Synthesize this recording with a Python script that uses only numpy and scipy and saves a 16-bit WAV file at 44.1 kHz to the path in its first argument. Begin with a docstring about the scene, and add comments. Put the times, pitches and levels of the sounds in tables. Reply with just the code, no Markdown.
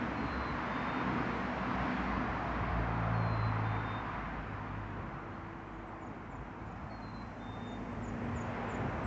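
"""Tyres roar, swell and fade as distant traffic crosses a high bridge, whose deck resonates beneath it.
Engine and tread tones sink in pitch as they pass (Doppler effect); a truck thumps over a joint and
drones, and more vehicles approach at the end. In the woods nearby one bird whistles a two-note song
three times and another gives thin, falling double chips; a third, far off, repeats a soft pip."""
import sys
import numpy as np
from scipy import signal
from scipy.fft import rfft, irfft, next_fast_len
from scipy.io import wavfile
from scipy.ndimage import uniform_filter1d, map_coordinates

SR = 44100
rng = np.random.default_rng(int(sys.argv[2]) if len(sys.argv) > 2 else 0)


def inscribe(sig):
    """Save sig as 16-bit PCM at rate SR to the path in sys.argv[1].

    A 1-D sig is mono; a 2-D sig holds one channel per row.
    Samples are clipped to [-1, 1] before scaling.
    """
    pcm = np.round(np.clip(np.atleast_2d(sig).T, -1, 1) * 32767)
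    wavfile.write(sys.argv[1], SR, pcm.astype(np.int16))


N = 399546


def amp(db):
    """Amplitude ratio of a level: tenfold per 20 dB."""
    return 10 ** (np.asarray(db) / 20)


def unit(x):
    """Normalisation to rms 1."""
    return x / np.sqrt(np.mean(x ** 2) + 1e-20)


def along(points, hz):
    """Interpolation of (f/Hz, value) points on a logarithmic frequency axis."""
    f, values = np.transpose(points)
    return np.interp(np.log(hz + 1), np.log(f + 1), values)


def curves(rows):
    """Linear interpolation in time: one value per sample for each column after t/s."""
    s, *columns = np.transpose(rows)
    return [np.interp(np.arange(N) / SR, s, column) for column in columns]


def wobble(rate):
    """Slow random modulation: a spline through rate knots a second."""
    knots = rng.standard_normal(int(N * rate / SR) + 4)
    return map_coordinates(knots, [np.arange(N) * rate / SR])


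def filtered(x, response):
    """Linear filtering: the spectrum of x times a frequency response."""
    size = next_fast_len(N + SR // 2)
    return irfft(rfft(x, size) * response(np.fft.rfftfreq(size, 1 / SR)), size)[:N]


def phase_of(hz):
    """Phase as the time integral of frequency."""
    return 2 * np.pi * np.cumsum(hz) / SR


def add(track, s, sound):
    """Superposition of a sound on the track at time s."""
    start = max(0, round(s * SR))
    room = track[start:start + len(sound)]
    room += sound[:len(room)]


def rush(spectrum, patchy_db):
    """Atmospheric fading: moving air swells and thins patches of a coloured noise of rms 1."""
    cells = signal.stft(rng.standard_normal(N), nperseg=1024)[2]
    patches = uniform_filter1d(rng.standard_normal(cells.shape), size=6, axis=0)
    patches = uniform_filter1d(patches, size=14, axis=1)
    noise = signal.istft(cells * amp(patchy_db * unit(patches)), nperseg=1024)[1][:N]
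    return unit(filtered(noise, lambda hz: amp(along(spectrum, hz))))


def tyres():
    """Rolling noise: tread on the road radiates roar and whoosh, with hiss and sizzle above."""
    # level common to the four bands: t/s, level/dB
    rolling_level = [(0, -44), (0.4, -43), (0.75, -41.0), (1.2, -41), (1.5, -43.0), (1.87, -41.5),
                     (2.4, -42.5), (3.2, -41.5), (3.7, -43), (4.15, -44.5), (4.45, -47.5), (5.0, -49.5),
                     (5.8, -52.0), (7.5, -55), (8.1, -52.5), (8.6, -48), (9.06, -46.5)]
    # colour against that level: t/s, roar level/dB, hiss level/dB, sizzle level/dB
    colour = [(0, -3.0, -2.5, -18.5), (0.8, -6, -3.5, -20), (1.9, -2, -2.5, -17.5), (3.2, -2, -6.5, -25),
              (4.1, -4.5, -4.0, -23.5), (5.9, -3, -6.0, -27), (7.2, 2, -3.5, -21.5), (8.7, 1.5, 0, -22.5),
              (9.06, 2.5, -4.5, -22.5)]
    # band spectra, low to high: f/Hz, relative level/dB
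    roar_spectrum = [(300, -43), (500, -10), (640, -1), (750, 1), (860, -1.5), (1050, -6.5), (1600, -41),
                     (4000, -93.5)]
    whoosh_spectrum = [(450, -44), (750, -11), (920, -4), (1040, -1.5), (1250, -5), (1450, -7.5),
                       (1800, -19), (2600, -37.5), (6000, -84.5)]
    hiss_spectrum = [(700, -37), (1200, -4), (1600, -0.5), (2050, -2.5), (2500, -7.5), (3200, -17.5),
                     (4200, -29.5), (7000, -56)]
    sizzle_spectrum = [(1500, -25.5), (3000, 3.5), (4200, 2), (5200, -3.5), (6500, -9.5), (7600, -17),
                       (8300, -23)]
    level_db, = curves(rolling_level)
    roar_db, hiss_db, sizzle_db = curves(colour)
    roar = amp(roar_db + 0.4) * rush(roar_spectrum, patchy_db=0.9)
    whoosh = rush(whoosh_spectrum, patchy_db=1.04)
    hiss = amp(hiss_db) * rush(hiss_spectrum, patchy_db=0.54)
    sizzle = amp(sizzle_db - 0.5) * rush(sizzle_spectrum, patchy_db=1.5)
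    return amp(level_db) * (roar + whoosh + hiss + sizzle)


def deck(split_hz=240, rumble_db_per_body_db=0.7):
    """Forced vibration: wheels drive three broad resonances of the hollow deck: rumble, drum and body."""
    # response to the wheels: t/s, drum level/dB, body level/dB
    response_levels = [(0, -39, -49.5), (0.2, -41, -48.5), (0.45, -47, -46), (0.8, -42, -48.5),
                       (1.15, -38, -45), (1.5, -45, -48.5), (2.05, -39.5, -48), (2.35, -45.0, -48.0),
                       (2.8, -44.5, -48.5), (4.0, -46, -51.5), (4.6, -47, -55.0), (5.5, -52.5, -57),
                       (6.2, -51.5, -55.5), (7.0, -50.5, -59), (7.5, -50.0, -56.5), (8.0, -46.5, -49.5),
                       (8.55, -47, -45.5), (9.06, -39.5, -46.5)]
    # the drumming is higher under the first vehicles: t/s, lean to its upper half/dB
    lean = [(1.2, 2.2), (3.0, 0), (6.5, -2)]
    # resonance spectra: f/Hz, relative level/dB
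    rumble_spectrum = [(20, -26.5), (36, -20.5), (50, -3.5), (70, -0.5), (100, 0), (140, 0.5), (180, -7.5),
                       (250, -31), (500, -69.5)]
    drum_spectrum = [(100, -30), (160, -5), (195, -1), (255, 0), (295, -3), (340, -8.5), (450, -39.5),
                     (900, -76.5)]
    body_spectrum = [(150, -36), (300, -5.5), (390, -3), (465, -1.5), (540, -6.5), (700, -11),
                     (1500, -59.5)]
    drum_db, body_db = curves(response_levels)
    lean_db, = curves(lean)
    rumble_db = -48.5 + rumble_db_per_body_db * (body_db - body_db.mean())
    rumble = amp(rumble_db) * rush(rumble_spectrum, patchy_db=3.0)
    drum = rush(drum_spectrum, patchy_db=1.0)
    lower = filtered(drum, lambda hz: 1 / (1 + (hz / split_hz) ** 10))
    drumming = amp(drum_db - 0.5) * (amp(-lean_db) * lower + amp(lean_db) * (drum - lower))
    body = amp(body_db + 0.5) * rush(body_spectrum, patchy_db=1.36)
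    return rumble + drumming + body


def passing(closest_s, passing_s, hz, swing_hz, fall_db=20.5):
    """Doppler shift and distance loss (fall_db per tenfold squared distance): a tone's phase and gain."""
    position = (np.arange(N) / SR - closest_s) / passing_s
    heard_hz = hz - swing_hz * position / np.hypot(1, position)
    return phase_of(heard_hz), amp(-fall_db * np.log10(1 + position ** 2))


def tone(phase, flutter_db, drift):
    """Atmospheric fluctuation: a tone of rms near 1 wavers in level and phase on its path."""
    return np.sqrt(2) * amp(flutter_db * wobble(9)) * np.sin(phase + drift * wobble(14))


def engine_hum():
    """Periodic firing: swells of engine hum, each with four harmonics of the firing rate."""
    # engine swells: loudest t/s, swell width/s, firing f/Hz, Doppler swing/Hz, level/dB of orders 1 to 4
    swells = [(.42, 0.39, 66.4, 0.24, -45.5, -67, -62.5, -60.5),
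              (1.14, .2, 62.65, 1.198, -53, -44.5, -46, -43),
              (1.8, 0.39, 62.46, 0.703, -52, -55.5, -45, -47.5),
              (8.9, 1.6, 52.85, .5, -57, -48.5, -62, -59)]
    out = np.zeros(N)
    for row in swells:
        phase, gain = passing(*row[:4])
        out += gain * sum(amp(db) * tone(k * phase, flutter_db=2.5, drift=0.26)
                          for k, db in enumerate(row[4:], start=1))
    return out


def tread_whines():
    """Periodic impact: tread blocks strike the road at a nearly steady rate, one tone per vehicle."""
    # tread tones: closest t/s, passing time/s, f/Hz, Doppler swing/Hz, level/dB
    passes = [(1.1, 1.6, 241.5, 0.67, -49.5), (1.2, 1.1, 164.3, 0.42, -54.5), (5.65, .8, 330.9, 6, -55.5),
              (8.25, .75, 236.9, 1.85, -46)]
    out = np.zeros(N)
    for *path, db in passes:
        phase, gain = passing(*path)
        out += amp(db) * gain * tone(phase, flutter_db=1.5, drift=0.4)
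    return out


def whistle(length, start_hz, end_hz, dip, rise_db, swells, ease=2.4, edge_s=0.014):
    """Amplitude modulation of a pure tone: it grows in swells while gliding to its final pitch."""
    u = np.linspace(0, 1, int(length * SR))
    hz = end_hz + (start_hz - end_hz) * (1 - u) ** ease
    pulsing = 1 - min(dip, 1) * np.cos(np.pi * swells * u) ** 10
    edges = np.clip(np.minimum(u, 1 - u) * length / edge_s, 0, 1)
    return edges * pulsing * amp(rise_db * (u - 0.5)) * np.sin(phase_of(hz))


def whistling_bird(low_delay_s=0.505, flutter_db=1.7):
    """Pure-tone song: a high falling note in three swells, then a low one in two."""
    # songs: t/s; high note's starting f/Hz, length/s, dip (0-1), rise/dB, level/dB; low note's level/dB
    songs = [(.155, 4240, .36, 0.25, 10.5, -58, -59), (3.125, 4300, 0.38, 0.2, 8.5, -58.5, -58),
             (6.885, 4400, 0.36, 1, 4, -61.5, -58.5)]
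    out = np.zeros(N)
    for s, start_hz, length, dip, rise_db, high_db, low_db in songs:
        high = whistle(length, start_hz, end_hz=4074, dip=dip, rise_db=rise_db, swells=3)
        low = whistle(length=0.39, start_hz=3580, end_hz=3630, dip=0.7, rise_db=5, swells=2)
        add(out, s, amp(high_db) * high)
        add(out, s + low_delay_s, amp(low_db) * low)
    return out * amp(flutter_db * wobble(30))


def truck():
    """Exhaust harmonics: a hum at the firing rate flares into a growl, then mellows to a drone."""
    # drive-by: closest t/s, passing time/s, firing f/Hz, Doppler swing/Hz
    path = (3.7, 1.3, 53.9, 4.6)
    # exhaust: t/s, level/dB of orders 1 (hum), 2 (drone) and 3 (growl)
    exhaust = [(0, -61.5, -75, -70.5), (2.45, -47, -60.5, -62.5), (2.7, -38.5, -43, -44),
               (3.3, -49.5, -35, -42.5), (3.95, -48.5, -40, -54), (4.12, -46, -59, -51.5),
               (4.85, -52, -44, -58.5), (5.5, -58, -58, -68), (7.5, -56, -70, -75)]
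    phase, _ = passing(*path)
    hum_db, drone_db, growl_db = curves(exhaust)
    orders_db = [hum_db, drone_db, growl_db, growl_db - 13]
    return sum(amp(db) * tone(k * phase, flutter_db=2.2, drift=0.2)
               for k, db in enumerate(orders_db, start=1))


def joint_thumps(rise_s=0.015):
    """Damped vibration: a wheel crossing a joint pushes the deck into a few dull cycles."""
    # wheel impacts: t/s, f/Hz, level/dB
    impacts = [(2.599, 102, -31), (2.7, 85, -32)]
    out, t = np.zeros(N), np.arange(SR // 4) / SR
    swell = (t / rise_s * np.exp(1 - t / rise_s)) ** 2
    for s, hz, db in impacts:
        add(out, s, amp(db) * swell * np.sin(2 * np.pi * hz * t))
    return out


def chip(start_hz, length, sag, plunge=0.31, quaver=0.0066):
    """Frequency modulation: a thin, quavering note sags, then plunges as it cuts off."""
    u = np.linspace(0, 1, int(length * SR))
    tremble = np.interp(u, np.linspace(0, 1, 20), rng.standard_normal(20))
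    envelope = np.abs(np.sin(np.pi * u ** 1.4)) ** 0.6
    hz = start_hz * (1 - sag * u - plunge * u ** 16 + quaver * tremble)
    return envelope * np.sin(phase_of(hz))


def chipping_bird(second_delay_s=0.052, second_pitch=0.935):
    """Paired downward sweeps: a long chip, then a shorter, lower one; soft peeps come singly."""
    # double chips: t/s, starting f/Hz, level/dB of the second chip
    calls = [(5.722, 7330, -77), (6.006, 7500, -68), (6.295, 7700, -69.5), (6.655, 7560, -73),
             (7.661, 7450, -65), (8.023, 7580, -57), (8.35, 7520, -54), (8.685, 7750, -57),
             (9.027, 8250, -62)]
    # peeps: t/s, f/Hz, level/dB
    peeps = [(5.13, 4210, -74), (5.33, 4200, -72), (5.87, 7700, -79), (7.91, 8100, -70), (8.23, 7950, -73)]
    out = np.zeros(N)
    for s, hz, db in calls:
        add(out, s, amp(db - 3) * chip(hz, length=0.045, sag=0.13))
        add(out, s + second_delay_s, amp(db) * chip(hz * second_pitch, length=0.023, sag=0.05))
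    for s, hz, db in peeps:
        add(out, s, amp(db) * chip(hz, length=0.032, sag=0.005, plunge=0.02))
    return out


def piping_bird(count=5):
    """A train of tone pulses: a far bird repeats one soft pip at an even pace."""
    # run of pips: first t/s, spacing/s, f/Hz, level/dB
    pips = (6, 0.3, 2265, -62)
    first_s, spacing_s, hz, db = pips
    out = np.zeros(N)
    for k in range(count):
        add(out, first_s + k * spacing_s, amp(db) * chip(hz, length=0.05, sag=0.005, plunge=0.02))
    return out


def ambient_hiss():
    """Release from masking: a faint, smooth high hiss emerges as the traffic thins, then grows."""
    # strength of the hiss: t/s, level/dB
    hiss_level = [(0, -80), (5.5, -79.5), (6.4, -80), (7.6, -73.5), (9.06, -72)]
    # its spectrum: f/Hz, relative level/dB
    spectrum = [(2000, -21), (4500, 2), (6000, 3.5), (7500, -1.5), (8300, -8)]
    level_db, = curves(hiss_level)
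    return amp(level_db) * rush(spectrum, patchy_db=0)


def woods(x):
    """Reverberation by scattering: the trees return a diffuse tail that dies sooner in the treble."""
    # reverberation time: f/Hz, time to fall 60 dB/s
    decay_times = [(200, 1.2), (4000, 1.3), (7000, .35)]
    hz, t, cells = signal.stft(rng.standard_normal(SR), SR, nperseg=256)
    decay = amp(-60 * t / along(decay_times, hz)[:, None])
    tail = signal.istft(cells * decay, SR, nperseg=256)[1]
    return signal.fftconvolve(x, tail / np.linalg.norm(tail))[:N]


def scene():
    """Superposition of far traffic and birds; the two near birds reverberate in the trees."""
    traffic = tyres() + deck() + engine_hum() + truck() + joint_thumps() + tread_whines()
    song, chips = whistling_bird(), chipping_bird()
    scattered = woods(amp(-15) * song + amp(-7) * chips)
    return (traffic + song + chips + scattered + ambient_hiss() + piping_bird())[None]


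def record(dry, top_hz=8400):
    """Low-pass filtering: the treble falls steeply, and nothing passes above top_hz."""
    # treble roll-off: f/Hz, relative level/dB
    roll_off = [(7600, 0), (7850, -4), (8000, -11), (8300, -20), (8500, -60)]
    return filtered(dry[0], lambda hz: amp(along(roll_off, hz)) * (hz < top_hz))[None]


dry = scene()
out = record(dry)
inscribe(out)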